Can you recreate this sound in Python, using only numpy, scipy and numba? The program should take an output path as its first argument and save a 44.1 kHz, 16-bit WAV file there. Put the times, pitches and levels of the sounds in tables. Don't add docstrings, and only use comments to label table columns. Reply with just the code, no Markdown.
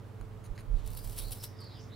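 import sys
import numpy as np
from scipy import signal
from scipy.fft import rfft, irfft
from scipy.io import wavfile
from numba import njit

SR = 44100
rng = np.random.default_rng(int(sys.argv[2]) if len(sys.argv) > 2 else 0)


def store_pcm(level_fs):
    pcm = np.round(np.clip(level_fs, -1, 1) * 32767).astype(np.int16)
    wavfile.write(sys.argv[1], SR, np.atleast_2d(pcm).T)


N = 85995

# time_s, level_db
CUT_LEVEL = [(0.83, -85), (0.87, -53.5), (0.89, -63), (0.925, -57.5), (0.96, -56), (1.0, -55.5),
             (1.04, -54), (1.1, -53.5), (1.15, -54), (1.21, -49), (1.25, -54), (1.3, -56.5), (1.355, -52),
             (1.4, -57.5), (1.46, -59), (1.485, -70), (1.53, -71)]
# freq_hz, gain_db
CUT_COLOUR = [(600, 4.5), (1500, -6.5), (2400, -4.5), (3200, -2.5), (5200, 0.5), (6800, -5.5), (8000, -0.5),
              (9200, 1), (11200, 3.5), (13000, 0.5), (15800, 2)]
# peak_s, level_db
SNAPS = [(0.863, -46), (0.876, -40), (0.9037, -44.5), (0.9152, -51), (0.9337, -44), (0.9499, -42),
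         (0.9715, -46), (1.052, -44), (1.075, -41.5), (1.101, -46), (1.166, -42), (1.1816, -37),
         (1.188, -37), (1.2224, -42), (1.294, -45), (1.3095, -38.5), (1.3194, -38.5), (1.4385, -35)]
# peak_s, level_db, rise_s, fall_s, ring_hz, ring_db
TEARS = [(0.974, -49, 0.003, 0.012, 11600, 1), (0.99, -50.5, 0.0029, .005, 12600, -2),
         (1.187, -41, 0.0083, 0.013, 10800, -0.5), (1.233, -54, .01, 0.0055, 10600, -4),
         (1.323, -41, 0.0055, 0.0049, 10140, -0.5), (1.334, -43, 0.0081, 0.003, 13400, -6),
         (1.443, -40.5, 0.01, 0.0085, 5270, -10.5)]
# freq_hz, gain_db
TEAR_COLOUR = [(1500, 0), (2300, -3.5), (3000, 3), (4200, 7.5), (5500, 5.5), (6700, -8), (8000, 6.5),
               (9500, 5.5), (12200, 4.5), (13500, 10), (15800, -1)]
# peak_s, level_db, pitch_hz, ring_db, tilt_db_per_octave
TAPS = [(0.2123, -44.5, 1430, -9.5, 4), (0.5783, -40.5, 1860, -11, -8), (0.5814, -52, 2050, -11, -2),
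        (0.598, -54, 2100, -3, 6)]
# freq_hz, gain_db
CRACK_COLOUR = [(1100, 14), (2100, 0), (3200, -14), (4200, 7.5), (6000, -17), (9000, -21), (15800, -26)]
# start_s, length_s, level_db, wood_db, tilt_db_per_octave
SLIDES = [(0.435, 0.03, -62, -5.5, 5.5), (0.548, 0.02, -67, -2, -1.5), (0.579, 0.016, -59.5, 1.5, 1.5),
          (0.599, 0.009, -61, -1, 6)]
# centre_hz, width_hz, gain_db
BORE_MODES = [(2200, 1600, -3), (4040, 710, 5), (6440, 630, 2), (9380, 800, 1.5), (12500, 610, -17)]
# time_s, level_db
SEAT_LEVEL = [(0.72, -83), (0.79, -61.5), (0.825, -69), (0.87, -62.5), (0.95, -77)]
# freq_hz, gain_db
SEAT_COLOUR = [(800, -11), (2000, 2.5), (3700, 8.5), (5200, 0), (11000, -6.5), (15800, -13)]
# time_s, centre_hz, width_hz, level_db
SWISHES = [
    [(0.85, 3700, 700, -73), (0.89, 4070, 700, -67), (0.93, 4200, 700, -71), (0.98, 4860, 600, -64),
     (1.03, 4900, 600, -67), (1.12, 5340, 600, -79)],
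    [(1.11, 3040, 600, -71), (1.17, 3170, 800, -64), (1.215, 3650, 704, -56.5), (1.26, 4320, 484, -55),
     (1.29, 4260, 480, -58), (1.35, 4050, 392, -72), (1.42, 4060, 400, -68), (1.44, 3940, 400, -64)],
    [(1.37, 5160, 500, -71), (1.41, 5240, 450, -57), (1.48, 5400, 910, -63.5), (1.555, 5060, 800, -73),
     (1.59, 5000, 398, -60.5), (1.615, 4700, 500, -55.5), (1.655, 4500, 650, -56.5), (1.70, 4700, 646, -65),
     (1.785, 4940, 450, -63), (1.81, 5470, 1960, -62.5), (1.9, 5270, 1500, -74)],
    [(1.67, 4240, 700, -68), (1.74, 3880, 750, -61), (1.775, 3130, 550, -63.5), (1.82, 3050, 700, -70.5)],
    [(1.9, 3380, 600, -78), (1.93, 3870, 420, -59.5), (1.95, 4120, 330, -58)],
]
# peak_s, level_db, fall_s
RUSTLES = [(1.606, -55.5, 0.0037), (1.615, -59, .004), (1.643, -54.5, 0.002), (1.77, -65, .003)]
# freq_hz, gain_db
RUSTLE_COLOUR = [(1200, 17), (2000, -3), (3500, -6), (6500, -6), (8500, 4.5), (13000, 0), (15800, -8)]
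# time_s, level_db
BRUSH_LEVEL = [(1.46, -70), (1.53, -69), (1.59, -71.5), (1.645, -67), (1.69, -71.5), (1.74, -66),
               (1.83, -72.5), (1.95, -69)]
# freq_hz, gain_db
BRUSH_COLOUR = [(900, -11), (2000, 11), (2700, -7), (3500, 7.5), (5500, -13), (15000, -16)]
# freq_hz, left_minus_right_db, side_db
SCATTER = [(1000, -2.5, -35), (2500, -1, -31), (4800, 0, -22), (6500, -2.5, -1.5), (9100, 5.5, -8),
           (11400, -0.5, -6.5), (15000, 2, -3)]
# time_s, level_db
RUMBLE_LEVEL = [(0, -59), (0.17, -70), (0.21, -41), (0.27, -50.5), (0.47, -60), (0.516, -32), (0.56, -69),
                (0.605, -47), (0.65, -53.5), (0.70, -31), (0.745, -25.5), (0.786, -31.5), (0.82, -43),
                (0.852, -31), (1.014, -46.5), (1.064, -35.5), (1.15, -49), (1.24, -35), (1.37, -49.5),
                (1.6, -72), (1.95, -67)]
# pitch_hz, level_db, phase_waver_rad, level_waver_db
HUM_LINES = [(99.6, -49.5, 0.11, 1.1), (118.5, -53, 0.3, 1.2), (439, -65.5, 0.65, 1.5)]
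# freq_hz, gain_db
AIR_COLOUR = [(25, -17), (70, 5), (100, -0.5), (170, 0), (300, -6), (500, -8), (750, -12.5), (1100, -13.5),
              (1700, -21.5), (3000, -28), (6000, -35.5), (11000, -38), (15800, -40.5)]
# centre_hz, width_hz, level_db
ROOM_MODES = [(169.7, 21, -63), (233.8, 25, -68), (440, 22, -67.5), (577.7, 7.6, -72)]


def blade():
    flicker = undb(2.5 * walk(rate_hz=110))
    cutting = fader(CUT_LEVEL) * flicker * colour(grains(per_s=11000, spread_db=2.5), CUT_COLOUR)
    snaps = sum(undb(db) * burst(peak_s, rise_s=0.00024, fall_s=0.0012) for peak_s, db in SNAPS)
    return cutting + snaps * colour(noise(), CUT_COLOUR)


def shaving():
    out = 0
    for peak_s, db, rise_s, fall_s, ring_hz, ring_db in TEARS:
        curl = double_ring(grains(per_s=7000, spread_db=3.5), ring_hz, width_hz=1300)
        splinters = colour(grains(per_s=7000, spread_db=3.5), TEAR_COLOUR)
        out += undb(db) * burst(peak_s, rise_s, fall_s) * (splinters + undb(ring_db) * curl)
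    return out * undb(1.5 * walk(rate_hz=360))


def tip_taps():
    out = 0
    for peak_s, db, pitch_hz, ring_db, tilt_db in TAPS:
        body = np.sin(2 * np.pi * pitch_hz * (clock() - peak_s))
        body *= burst(peak_s, rise_s=0.0001, fall_s=0.0009)
        crack = burst(peak_s, rise_s=0.0001, fall_s=0.00054) * colour(noise(), CRACK_COLOUR)
        metal = burst(peak_s, rise_s=0.00015, fall_s=0.0015) * bore(noise(), tilt_db)
        out += undb(db) * (body + undb(-6.5) * crack + undb(ring_db) * metal)
    return out


def tip_slides(attack_s=0.008, release_s=0.006):
    out = 0
    for start_s, length_s, db, wood_db, tilt_db in SLIDES:
        age_s = clock() - start_s
        envelope = np.clip(age_s / attack_s, 0, 1) * np.exp(-np.maximum(age_s - length_s, 0) / release_s)
        grit = grains(per_s=5000, spread_db=3)
        wood = double_ring(grit, centre_hz=1620, width_hz=2400)
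        out += undb(db) * envelope * (bore(grit, tilt_db) + undb(wood_db) * wood)
    return out


def bore(x, tilt_db):
    return unit(sum(undb(db + tilt_db * np.log2(hz)) * ring(x, hz, width_hz)
                    for hz, width_hz, db in BORE_MODES))


def seating():
    return fader(SEAT_LEVEL) * colour(grains(per_s=4000, spread_db=4), SEAT_COLOUR)


def swishes(rub_db=-13, rub_width_hz=1700):
    out = 0
    for rows in SWISHES:
        time_s, centre_hz, width_hz, _ = np.array(rows).T
        centre_hz = np.interp(clock(), time_s, centre_hz)
        width_hz = np.interp(clock(), time_s, width_hz)
        swish = noise()
        for _ in range(4):
            swish = bandpass(swish, centre_hz, 2 * width_hz)
        rub = grains(per_s=3000, spread_db=0)
        for _ in range(3):
            rub = bandpass(rub, centre_hz, rub_width_hz * np.ones(N))
        out += fader(rows) * (unit(swish / np.sqrt(width_hz)) + undb(rub_db) * unit(rub))
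    return out


def regrip():
    stirs = sum(undb(db) * burst(peak_s, fall_s / 2, fall_s) for peak_s, db, fall_s in RUSTLES)
    rustle = stirs * colour(grains(per_s=5950, spread_db=3.5), RUSTLE_COLOUR)
    return rustle + fader(BRUSH_LEVEL) * colour(noise(), BRUSH_COLOUR)


def twist():
    hz, pan_db, side_db = np.array(SCATTER).T
    mid, side = (rfft(blade() + shaving() + seating() + swishes() + regrip()) for _ in range(2))
    side *= undb(spectrum(hz, side_db))
    pan = undb(spectrum(hz, pan_db) / 2)
    return np.array([irfft((mid + side) * pan, N), irfft((mid - side) / pan, N)])


def reflections(x, decay_s=0.02):
    tail = noise() * np.exp(-clock() / decay_s)
    return signal.fftconvolve(x, tail / np.linalg.norm(tail))[:N]


def rumble(centre_hz=36.12, width_hz=29.6):
    swing_hz = centre_hz * (1 + 0.18 * walk(rate_hz=18.35))
    swing = unit(np.sin(2 * np.pi * np.cumsum(swing_hz) / SR))
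    right = unit(swing + 0.43 * double_ring(noise(), centre_hz, width_hz))
    left = unit(right + double_ring(noise(), centre_hz, width_hz))
    return fader(RUMBLE_LEVEL) * np.array([undb(-10) * left, undb(3) * right])


def hum(waver_hz=11.5):
    out = 0
    for hz, db, waver_rad, waver_db in HUM_LINES:
        gain = undb(db + waver_db * walk(waver_hz))
        phase_rad = 2 * np.pi * (hz * clock() + rng.random()) + waver_rad * walk(waver_hz)
        out += gain * np.sqrt(2) * np.sin(phase_rad)
    return out


def air():
    drones = sum(undb(db) * double_ring(noise(), hz, 1.5 * width_hz) for hz, width_hz, db in ROOM_MODES)
    return undb(-52) * colour(noise(), AIR_COLOUR) + drones


def place(source, pan_db, unshared):
    common = source() * np.sqrt(1 - unshared)
    separate = np.array([source(), source()]) * np.sqrt(unshared)
    return (common + separate) * undb(np.array([[pan_db], [-pan_db]]) / 2)


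def grains(per_s, spread_db):
    impulses = (rng.random(N) < per_s / SR) * np.sign(noise())
    return unit(impulses * undb(spread_db * np.clip(noise(), -2, 2)))


def burst(peak_s, rise_s, fall_s):
    age_s = clock() - peak_s
    return np.exp(np.minimum(age_s / rise_s, -age_s / fall_s))


def fader(rows, edge_s=0.008):
    t, rows = clock(), np.array(rows)
    outside_s = np.abs(t - np.clip(t, rows[0, 0], rows[-1, 0]))
    return undb(np.interp(t, rows[:, 0], rows[:, -1])) * np.exp(-outside_s / edge_s)


def walk(rate_hz):
    return unit(irfft(rfft(noise()) / (1 + (bins_hz() / rate_hz) ** 4), N))


def colour(x, points):
    hz, db = np.array(points).T
    low_cut = np.minimum(bins_hz() / hz[0], 1) ** 2
    return unit(irfft(rfft(x) * undb(spectrum(hz, db)) * low_cut, N))


def spectrum(hz, values):
    return np.interp(np.log(bins_hz() + 1), np.log(hz), values)


@njit
def bandpass(x, centre_hz, width_hz):
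    y, band_state, low_state = np.empty(len(x)), 0., 0.
    for i in range(len(x)):
        g, damping = np.tan(np.pi * centre_hz[i] / SR), width_hz[i] / centre_hz[i]
        band = (band_state + g * (x[i] - low_state)) / (1 + g * (g + damping))
        band_state = 2 * band - band_state
        low_state += 2 * g * band
        y[i] = damping * band
    return y


def ring(x, centre_hz, width_hz):
    step_rad = 2 * np.pi * centre_hz / SR
    return bandpass(x, centre_hz * np.ones(N), width_hz * step_rad / np.sin(step_rad) * np.ones(N))


def double_ring(x, centre_hz, width_hz):
    return unit(ring(ring(x, centre_hz, width_hz), centre_hz, width_hz))


def undb(db):
    return 10 ** (np.asarray(db) / 20)


def unit(x):
    return x / np.sqrt(np.mean(x ** 2))


def clock():
    return np.arange(N) / SR


def bins_hz():
    return np.arange(N // 2 + 1) * SR / N


def noise():
    return rng.standard_normal(N)


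def scene():
    near = twist() + tip_taps() + tip_slides()
    echo = undb(-7.5) * np.array([reflections(channel) for channel in near])
    room = place(hum, pan_db=-3, unshared=0) + place(air, pan_db=-3.5, unshared=0.5)
    return near + echo + rumble() + room


def record(dry, cutoff_hz=15700):
    return signal.sosfilt(signal.ellip(10, 0.2, 80, cutoff_hz, fs=SR, output="sos"), dry)


dry = scene()
out = record(dry)
store_pcm(out)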